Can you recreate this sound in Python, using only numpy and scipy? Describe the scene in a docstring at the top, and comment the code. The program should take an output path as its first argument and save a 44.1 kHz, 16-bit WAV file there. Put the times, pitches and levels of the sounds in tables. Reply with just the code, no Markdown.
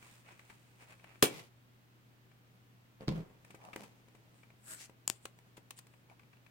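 """A knife saws at the seal of a small cardboard box until it tears with a loud crack and the blade rings.
The knife is laid on the table, hands rub and tap the box, and the tape is peeled and snaps free.
Friction is filtered noise of random tiny slips, tearing and catching are decaying noise bursts,
box, blade, flap, tape and table ring as sums of damped modes, and a snap is a downward sweep.
A small room adds a reflection and a diffuse tail; behind it all lie soft air noise and a mains hum."""
import sys
import numpy as np
from scipy import signal
from scipy.fft import rfft, irfft
from scipy.io import wavfile
from scipy.ndimage import uniform_filter1d

SR = 44100
rng = np.random.default_rng(int(sys.argv[2]) if len(sys.argv) > 2 else 0)


def wav_out(sig):
    """Save sig, one row per channel (or a flat mono array), as 16-bit PCM at SR to the path in sys.argv[1]."""
    wavfile.write(sys.argv[1], SR, np.round(np.clip(np.atleast_2d(sig).T, -1, 1) * 32767).astype(np.int16))


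N = 286650
TIME = np.arange(N) / SR
RING_TIME = TIME[:SR // 2]
# upper limit of the sound and start of the snap's sweep (Hz)
EDGE_HZ = 16100

# the seal tearing through: t/s, level under the loudest rip/dB, 60 dB decay time/s
SEAL_TEARS = [(1.223, -33, .02), (1.2256, 0, .015), (1.2286, -7, .012), (1.232, -12, .03),
              (1.2392, -10, .04)]
# spectrum of creaking card: f/Hz, relative level/dB
CARD_SPECTRUM = [(200, -6.5), (600, -2), (1000, 0), (1400, -2), (2000, -0.5), (2550, 1.5), (3200, -11.5),
                 (6000, -21), (9000, -26), (12000, -31.5), (16000, -37.5)]
# spectrum of crinkling tape: f/Hz, relative level/dB
TAPE_SPECTRUM = [(300, -15), (1000, 0), (3000, -0.5), (5500, -5), (7500, -1.5), (9300, -1), (11000, -12),
                 (16000, -7)]
# modes of the cardboard box: f/Hz, level/dB, t60/s
BOX_MODES = [(114.9, -14, 0.02), (150, -20.5, 0.074), (236, -1.5, 0.018), (334, -3.5, 0.038),
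             (416, -8.5, .05), (515, -11.5, 0.059), (719, -17, .07), (783, -22, 0.18),
             (903.6, -20.5, 0.031)]


def cutting():
    """Stick-slip friction: the blade saws at card and tape until the seal tears, then slides out of the cut."""
    # strokes along the seal: start t/s, length/s, card level before its trim/dB, tape over card/dB
    saw_strokes = [(.02, 0.084, -65, -3.5), (.11, 0.083, -74.5, 3.5), (.272, 0.061, -60.5, -14),
                   (.37, 0.067, -72, -7), (.475, 0.077, -70.5, -3), (.803, 0.042, -62.5, -9.5),
                   (.89, 0.047, -61.5, -11), (1.055, 0.095, -65.5, -28)]
    # blade sliding out: t/s, level/dB
    slide_level = [(1.3, -58), (1.36, -56.5), (1.395, -56), (1.42, -64.5), (1.45, -67), (1.49, -78)]
    # blade sliding out: f/Hz, relative level/dB
    slide_spectrum = [(76, -60), (130, 3), (282, -11.5), (395, -4), (732, -11), (1250, -12), (1690, -18.5),
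                      (2020, -10), (2880, -13.5), (15000, -28)]
    # until the tear the leaning blade also scrapes faintly and steadily
    lean_card_db, lean_tape_db = -79.5, -80.5
    leaning = TIME < SEAL_TEARS[0][0]
    card, tape = two_layers(saw_strokes)
    # unrelated sounds add in power
    card = np.hypot(card, amp(lean_card_db) * leaning)
    tape = np.hypot(tape, amp(lean_tape_db) * leaning)
    card_rub = amp(-3.5) * rub(card, CARD_SPECTRUM, grain_db=3.0)
    tape_rub = rub(tape, TAPE_SPECTRUM, grain_db=2.5)
    saw = card_rub + tape_rub + snags(card)
    slide = rub(level(slide_level), slide_spectrum, grain_db=-2.0)
    return in_room(saw + slide, wet_db=-7)


def breakthrough():
    """Fracture and impulse response: the seal rips, the freed blade rings and the kicked box thumps."""
    # spectrum of the rip: f/Hz, relative level/dB
    tear_spectrum = [(200, -9.5), (450, 1), (800, -4), (1400, -4), (2000, -3), (2800, 2), (3700, -1),
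                     (5000, -4.5), (6300, -6.5), (7600, -3.5), (11500, -5), (16000, -7.5)]
    # box kicked by the escaping blade: t/s, level/dB
    kicks = [(1.2281, -22), (1.2352, -32)]
    # modes of the steel blade: f/Hz, relative level/dB, t60/s
    blade_modes = [(2291, -0.5, 0.23), (2600, 1, 0.042), (3210, 4, .13), (3800, -7, .13),
                   (6145, -13.5, 0.2), (7540, -7, 0.18)]
    rip, thump = np.zeros((2, 2, N))
    for s, db, length in SEAL_TEARS:
        add(rip, s, amp(-21.5) * amp(db) * crackle(length, tear_spectrum))
    add(rip, SEAL_TEARS[1][0], amp(-44) * ring(blade_modes))
    for s, db in kicks:
        add(thump, s, amp(db) * struck(BOX_MODES, contact=0.00076))
    boom = in_room(from_right(thin(thump)), wet_db=-3.5)
    return in_room(panned(rip, 0.72), wet_db=-0.5) + boom


def knife_down():
    """Impact and friction: tip, then handle, land and skid; the handle judders unevenly to rest."""
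    # landings: t/s, thud level/dB, contact time/s, clack level/dB
    landings = [(3.0078, -51, 0.00097, -65.5), (3.075, -37, 0.005, -60), (3.0805, -42, 0.0015, -41.5),
                (3.0827, -26.5, 0.0029, -53), (3.0888, -41, 0.0019, -45.5)]
    # spectrum of the clacks: f/Hz, relative level/dB
    clack_spectrum = [(200, 4), (600, 8.5), (950, 9), (1500, 1.5), (2600, -1), (4700, 0), (6300, -13),
                      (8000, -14), (11000, -25), (16000, -22)]
    # modes of the table top: f/Hz, level/dB, t60/s
    table_modes = [(44.3, -25.5, 0.43), (101, -10.5, 0.086), (141, -4, 0.061), (208.4, -6.5, 0.11),
                   (303, -4, 0.049), (358, -6, 0.021), (455.5, -3.5, 0.23), (520, -11, 0.21)]
    # skids of the knife: start t/s, length/s, level/dB
    skid_strokes = [(3.011, 0.026, -58.5), (3.14, 0.18, -69.5)]
    # steel on the table top: f/Hz, relative level/dB
    skid_spectrum = [(150, 6), (600, 2.5), (1200, -3.5), (2400, -9), (4500, -23), (8000, -23.5),
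                     (16000, -31)]
    # the table shaking under the handle: f/Hz, relative level/dB
    chatter_spectrum = [(20, -6), (45, 3), (70, -7), (130, -1), (400, -5), (900, -19), (2500, -25),
                        (9000, -42)]
    thuds, clacks = np.zeros((2, 2, N))
    for s, thud_db, contact, clack_db in landings:
        add(thuds, s, amp(thud_db) * struck(table_modes, contact))
        add(clacks, s, amp(clack_db) * crackle(0.017, clack_spectrum))
    skid = rub(strokes(skid_strokes), skid_spectrum, grain_db=2.5)

    start_s, rise_s, hold_s, release_s = 3.1, .02, .075, .055
    start_db, fade_db_per_s = -39, 25
    start_hz, sag_hz_per_s = 170, 86
    length = rise_s + hold_s + release_s
    age = np.clip(TIME - start_s, 0, length)
    envelope = np.clip(np.minimum(age / rise_s, (length - age) / release_s), 0, 1)
    gain = envelope * amp(start_db - fade_db_per_s * age)
    # slow random wander of both strength and rate
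    uneven = 1 + .06 * evened(uniform_filter1d(rng.standard_normal(N), size=300))
    phase = 2 * np.pi * np.cumsum((start_hz - sag_hz_per_s * age) * uneven) / SR
    shake = np.sqrt(2) * uneven * np.sin(phase)
    chatter = rub(amp(-13) * abs(shake), chatter_spectrum, grain_db=3)
    landed = in_room(from_right(thuds) + clacks + skid + gain * chatter, wet_db=-1)
    return landed + from_right([gain * shake] * 2)


def handling():
    """Friction and air resonance: skin drags over the card, snags and stirs the box's hollow tone."""
    # strokes of the palm: start t/s, length/s, level/dB, hollow tone over the rub/dB
    palm_strokes = [(3.44, .13, -73.5, -10.5), (3.625, 0.08, -68, 5), (3.76, .095, -61.5, -8),
                    (3.85, 0.16, -75.5, -10), (4.06, 0.49, -79, -10), (5.45, .05, -79, -6),
                    (6.1, 0.034, -75.5, 7)]
    # skin on card: f/Hz, relative level/dB
    palm_spectrum = [(100, -43), (170, 7.5), (334, -5.5), (495, -3.5), (533, -6.5), (1550, -14),
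                     (2430, -10), (3890, -18.5), (6450, -18.5), (15000, -28)]
    # air in the rubbed box: f/Hz, relative level/dB
    hollow_spectrum = [(300, -32), (600, -2), (850, 2.5), (1100, -3.5), (1600, -16), (5000, -43)]
    skin, hollow = two_layers(palm_strokes)
    skin_rub = rub(skin, palm_spectrum, grain_db=3)
    hollow_tone = rub(hollow, hollow_spectrum, grain_db=4.5)
    return in_room(skin_rub + hollow_tone + snags(skin), wet_db=-12.0)


def peeling():
    """Adhesive failure: glue lets go thread by thread in two pulls; fingertips hiss over the tape."""
    # first pull: t/s, level before the common trim/dB
    first_pull = [(4.58, -88.5), (4.65, -65.5), (4.68, -53.5), (4.697, -53.5), (4.712, -49), (4.74, -47),
                  (4.76, -58.5), (4.8, -65)]
    # first pull: f/Hz, relative level/dB
    first_spectrum = [(300, -13.5), (900, -16.5), (1600, -6.5), (2700, -16.5), (6300, -15.5), (7800, -2.5),
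                      (9500, -9), (12000, -14), (16000, -23)]
    # second pull: t/s, level before the common trim/dB
    second_pull = [(4.76, -65), (4.79, -58.5), (4.81, -50.5), (4.858, -59), (4.875, -78), (4.89, -81.5)]
    # second pull: f/Hz, relative level/dB
    second_spectrum = [(180, -45), (300, -24), (787, -4.5), (1300, -4.5), (2280, 4.5), (3520, -1.5),
                       (7570, 4.5), (12700, -9), (16000, -12.5)]
    # fingertips sliding on the tape: start t/s, length/s, level before the common trim/dB
    finger_strokes = [(4.35, 0.079, -77), (5.145, 0.033, -68), (5.225, 0.034, -67), (5.37, 0.036, -80),
                      (5.772, 0.016, -58.5), (5.88, .1, -82.5)]
    # hiss of the fingertips: f/Hz, relative level/dB
    finger_spectrum = [(500, -35), (3000, -6.5), (6200, -17), (7500, -2), (9300, -3), (10500, -18),
                       (16000, -24)]
    first = rub(level(first_pull), first_spectrum, grain_db=1.2)
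    second = rub(level(second_pull), second_spectrum, grain_db=1.5)
    fingers = rub(strokes(finger_strokes), finger_spectrum, grain_db=2)
    pulls = amp(-4.5) * panned(first + second + fingers, 2.7)
    return in_room(pulls, wet_db=-5)


def snaps():
    """Dispersion and release of tension: taut tape clicks, rings briefly and knocks the box."""
    # snaps: t/s, click level/dB, ring of the tape/dB, knock on the box/dB, left over right/dB
    tape_snaps = [(5.0773, -52, -47, -63, 2), (5.0783, -39.5, -33.5, -52, 11),
                  (5.0998, -35.5, -41, -41, 10)]
    # spectrum of the click: f/Hz, relative level/dB
    snap_spectrum = [(100, -4), (300, 0), (700, 4), (1200, 0), (2500, 1), (4800, -5), (7000, -2),
                     (9500, -7), (12000, -11), (16000, -16)]
    # modes of the stretched tape: f/Hz, relative level/dB, t60/s
    tape_modes = [(7000, -6, .009), (7650, 0, .003), (8700, -13, .01)]
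    out = np.zeros((2, N))
    spread_s = .0006
    # bending waves carry the treble out first, so the click is a very quick downward sweep
    sweep = signal.chirp(RING_TIME, EDGE_HZ, spread_s, 0) * (RING_TIME < spread_s)
    click = brief(colour(sweep[None], snap_spectrum))
    twang = brief(ring(tape_modes))
    knock = struck(BOX_MODES, contact=0.0033)
    for s, db, ring_db, knock_db, side_db in tape_snaps:
        tape = panned(amp(db) * click + amp(ring_db) * twang, side_db)
        add(out, s, tape + amp(knock_db) * knock)
    return in_room(out, wet_db=-11)


def catches():
    """Transient excitation: the card creaks, fingers tap the box and the tape crinkles."""
    # card giving under blade or grip: t/s, level/dB, 60 dB decay time/s
    creaks = [(.027, -61.5, 0.0064), (.394, -57.5, 0.0095), (0.499, -56.5, 0.025), (0.996, -67, 0.014),
              (1.042, -57.5, 0.015), (1.156, -65, 0.0098), (2.314, -71, .015), (3.614, -65, 0.021),
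              (3.732, -51, 0.024), (4.432, -64.5, .018), (4.503, -66.5, 0.011), (5.937, -67.5, 0.017),
              (6.098, -65.5, 0.0086), (6.195, -63.5, 0.013), (6.233, -71, 0.012), (6.331, -66, 0.024),
              (6.37, -70.5, 0.0097), (6.464, -64.5, .015)]
    # fingers landing on the box: t/s, scuff level/dB, 60 dB decay time/s, knock level/dB
    taps = [(3.447, -63.5, 0.014, -68), (3.504, -59.5, 0.042, -61.5), (3.545, -60, 0.05, -53.5),
            (3.65, -62.5, .01, -64), (3.7603, -49, 0.01, -44.5), (3.833, -57, 0.056, -62),
            (4.083, -70, .015, -63.5), (4.149, -67, 0.033, -62), (4.896, -67.5, .014, -57.5),
            (5.388, -66, 0.0081, -72.5), (5.579, -69.5, 0.014, -56)]
    # loose tape tugging at the box: t/s, level/dB, 60 dB decay time/s, card over tape/dB, knock level/dB
    crinkles = [(4.728, -60, .049, -3, -85), (4.807, -64, .013, -13, -69),
                (5.2537, -46.5, 0.012, -3.5, -52.5), (5.567, -58.5, 0.06, -3, -70),
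                (5.7064, -48.5, 0.013, -7, -71), (5.787, -53, 0.025, -22, -69),
                (5.868, -67, 0.011, -9, -73)]
    # modes of the stiff flap: f/Hz, relative level/dB, t60/s
    flap_modes = [(1950, -5, 0.004), (2290, 0, 0.024)]
    # build-up times (s)
    creak_rise_s, tap_rise_s, crinkle_rise_s = 0.0086, 0.0041, 0.0053
    # each creak stirs tape, box and flap by the same share (dB)
    creak_tape_db, creak_knock_db, creak_flap_db = -14, -9, -5.5
    # each tap rustles the tape by the same share (dB)
    tap_tape_db = -2.5
    # all lean left (left over right, dB)
    creak_side_db, tap_side_db, crinkle_side_db = 4.5, 2.5, 3.5
    box, tape = np.zeros((2, 2, N))
    flap = panned(amp(creak_flap_db) * brief(ring(flap_modes)), creak_side_db)
    for s, db, length in creaks:
        creak = catch(length, creak_rise_s, 0, creak_tape_db, creak_knock_db, creak_side_db)
        add(box, s, amp(db) * (creak + flap))
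    for s, db, length, knock_db in taps:
        add(box, s, catch(length, tap_rise_s, db, db + tap_tape_db, knock_db, tap_side_db))
    for s, db, length, card_db, knock_db in crinkles:
        add(tape, s, catch(length, crinkle_rise_s, db + card_db, db, knock_db, crinkle_side_db))
    return in_room(box, wet_db=-5.0) + in_room(tape, wet_db=-8)


def snags(gain):
    """Random point process: small catches at random moments, scaled by the stroke that causes them."""
    per_second, peak_db = 23, -5  # peak is relative to the stroke
    sizes = amp(peak_db) * rng.uniform(.5, 1, N)
    train = gain * sizes * (rng.random(N) < per_second / SR)
    snag = catch(length=.009, rise=0.0016, card_db=-2, tape_db=-5, knock_db=0.5, side_db=6)
    return signal.oaconvolve(train[None], snag, axes=1)[:, :N]


def catch(length, rise, card_db, tape_db, knock_db, side_db):
    """Superposition: in one catch the card creaks, the tape crinkles and the box is knocked."""
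    card = amp(card_db) * crackle(length, CARD_SPECTRUM, rise)
    tape = amp(tape_db) * crackle(length, TAPE_SPECTRUM, rise)
    knock = amp(knock_db) * struck(BOX_MODES, contact=0.0006)
    return panned(card + tape + knock, side_db)


def rub(gain, spectrum, grain_db):
    """Friction: a dense random run of tiny slips of uneven size under the stroke."""
    slips = rng.exponential(1, N)
    sizes = amp(grain_db * np.minimum(slips, 5)) * (rng.random(N) < 5000 / SR)  # 5000 slips per second
    return gain * evened(colour(paired(sizes * rng.standard_normal((2, N))), spectrum))


def crackle(length, spectrum, rise=.0004):
    """Fracture: many fibres breaking at once, building in rise seconds, decaying by 60 dB in length."""
    noise = paired(rng.standard_normal((2, len(RING_TIME))))
    envelope = np.minimum(RING_TIME / rise, 1) * amp(-60 * RING_TIME / length)
    return brief(colour(noise * envelope, spectrum))


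def ring(modes):
    """Modal synthesis: a sum of exponentially damped cosines."""
    partials = []
    for hz, db, t60 in modes:
        decay = amp(db - 60 * RING_TIME / t60)
        partials.append(decay * np.cos(2 * np.pi * hz * RING_TIME))
    return sum(partials)


def struck(modes, contact):
    """Contact filtering: modes set off by a soft push; the longer its contact (s), the duller."""
    push = np.sin(np.pi * np.minimum(RING_TIME / contact, 1)) ** 2
    return signal.fftconvolve(ring(modes), push / push.sum())[:len(RING_TIME)]


def strokes(rows):
    """Amplitude envelope: strokes (start t/s, length/s, level/dB) as smooth arches summed in power."""
    edge_db = -4  # start and end of a stroke relative to its middle
    arches = []
    for start, length, db in rows:
        position = 2 * (TIME - start) / length - 1
        arches.append(amp(db - abs(edge_db) * position ** 2))
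    return np.linalg.norm(arches, axis=0)


def two_layers(rows):
    """Common excitation: two layers driven by the same strokes, the last column second over first (dB)."""
    first = [row[:3] for row in rows]
    second = [(s, length, db + over_db) for s, length, db, over_db in rows]
    return strokes(first), strokes(second)


def level(curve):
    """Amplitude envelope: gain over time from t/s, level/dB, at -200 dB outside the curve."""
    times, db = np.transpose(curve)
    return amp(np.interp(TIME, times, db, left=-200, right=-200))


def amp(db):
    """Decibel law: level to amplitude gain."""
    return 10 ** (np.asarray(db) / 20)


def evened(x):
    """Power normalisation: scales to an rms of one."""
    return x / np.sqrt(np.mean(x ** 2) + 1e-20)


def brief(x):
    """Energy normalisation: gives a click the energy of 4 ms at full level."""
    return x * np.sqrt(.004 * SR / np.mean(np.sum(x ** 2, axis=-1)))


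def read(points, hz):
    """Logarithmic frequency scale: interpolates a table of f/Hz, value."""
    f, value = np.transpose(points)
    return np.interp(np.log(hz + 1), np.log(f + 1), value)


def colour(x, spectrum, size=4096):
    """Minimum-phase filtering: a causal filter of unit energy shaped like the spectrum."""
    log_gain = np.log(amp(read(spectrum, abs(np.fft.fftfreq(size, 1 / SR)))))
    # the Hilbert transform of the log gain yields the minimum phase
    taps = np.fft.ifft(np.exp(np.conj(signal.hilbert(log_gain)))).real
    taps /= np.linalg.norm(taps)
    return signal.fftconvolve(x, taps[None], axes=1)[:, :x.shape[1]]


def add(mix, s, sound):
    """Superposition: mixes a sound in at time s."""
    part = mix[..., round(s * SR):][..., :sound.shape[-1]]
    part += sound[..., :part.shape[-1]]


def panned(x, side_db):
    """Interaural level difference: leans a sound to the left by side_db, keeping its power."""
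    return x * evened(amp([[side_db / 2], [-side_db / 2]]))


def from_right(x):
    """Path difference: box and table lie to the right, so their thuds reach the left channel later."""
    lag_s = 0.00022
    delay = np.exp(-2j * np.pi * np.fft.rfftfreq(N, 1 / SR) * lag_s)
    return np.array([irfft(rfft(x[0]) * delay, N), x[1]])


def thin(x):
    """High-pass filtering: a second-order high-pass at 55 Hz takes out the deepest bass below the thump."""
    return signal.sosfilt(signal.butter(2, 55, "highpass", fs=SR, output="sos"), x)


def paired(x):
    """Diffuse-field coherence: two unrelated signals become a pair alike by a share set per frequency."""
    # likeness of the two channels: f/Hz, left-right correlation (1)
    likeness = [(40, 0.24), (130, 0.73), (300, 0.4), (640, 0.48), (1400, -0.38), (3000, 0), (15000, -0.11)]
    a, b = rfft(x)
    same = np.clip(read(likeness, np.fft.rfftfreq(x.shape[1], 1 / SR)), -1, 1)
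    return irfft([a, same * a + np.sqrt(1 - same ** 2) * b], x.shape[1])


def in_room(x, wet_db):
    """Reverberation: the direct sound, one near reflection and a short diffuse tail."""
    # room decay: f/Hz, t60/s
    room_decay = [(100, 0.13), (400, .28), (1200, 0.19), (3000, 0.16), (7000, 0.15), (15000, 0.12)]
    noise = paired(rng.choice([-1., 1.], (2, SR // 2)))
    hz, t, z = signal.stft(noise, SR, nperseg=256)
    decay = amp(-60 * t / read(room_decay, hz)[:, None])
    tail = signal.istft(z * decay, SR, nperseg=256)[1][:, :SR // 2]
    tail *= np.clip(RING_TIME / 0.0067, 0, 1)  # the tail builds up over 6.7 ms
    response = amp(wet_db) * tail / np.linalg.norm(tail[0])
    response[:, 0] += 1
    response[:, round(.0072 * SR)] += amp(-24)  # near reflection after 7.2 ms
    return x + signal.fftconvolve(x, response, axes=1)[:, :N]


def room_tone():
    """Stationary background: soft broadband air noise and a sinusoidal mains hum."""
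    # spectrum of the room air: f/Hz, relative level/dB
    air_spectrum = [(25, -10.5), (60, -8), (110, -1.5), (200, -0.5), (350, -7), (700, -13.5), (1400, -13.5),
                    (2700, -16.5), (5500, -25), (9000, -28.5), (11000, -30), (15000, -24.5)]
    air_db, hum_hz, hum_db = -66.5, 120.2, -67
    air = evened(colour(paired(rng.standard_normal((2, N))), air_spectrum))
    hum = np.sqrt(2) * np.sin(2 * np.pi * hum_hz * TIME)
    return amp(air_db) * air + panned(amp(hum_db) * hum, 1.1)


def scene():
    """Superposition: all sources at the table and the room's background, in stereo."""
    sawing = cutting() + breakthrough()
    hands = handling() + peeling() + snaps() + catches()
    return sawing + knife_down() + hands + room_tone()


def record(dry):
    """Band limiting: a linear-phase low-pass at EDGE_HZ."""
    taps = signal.firwin(601, EDGE_HZ, window=("kaiser", 9), fs=SR)
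    return signal.oaconvolve(dry, taps[None], "same")


dry = scene()
out = record(dry)
wav_out(out)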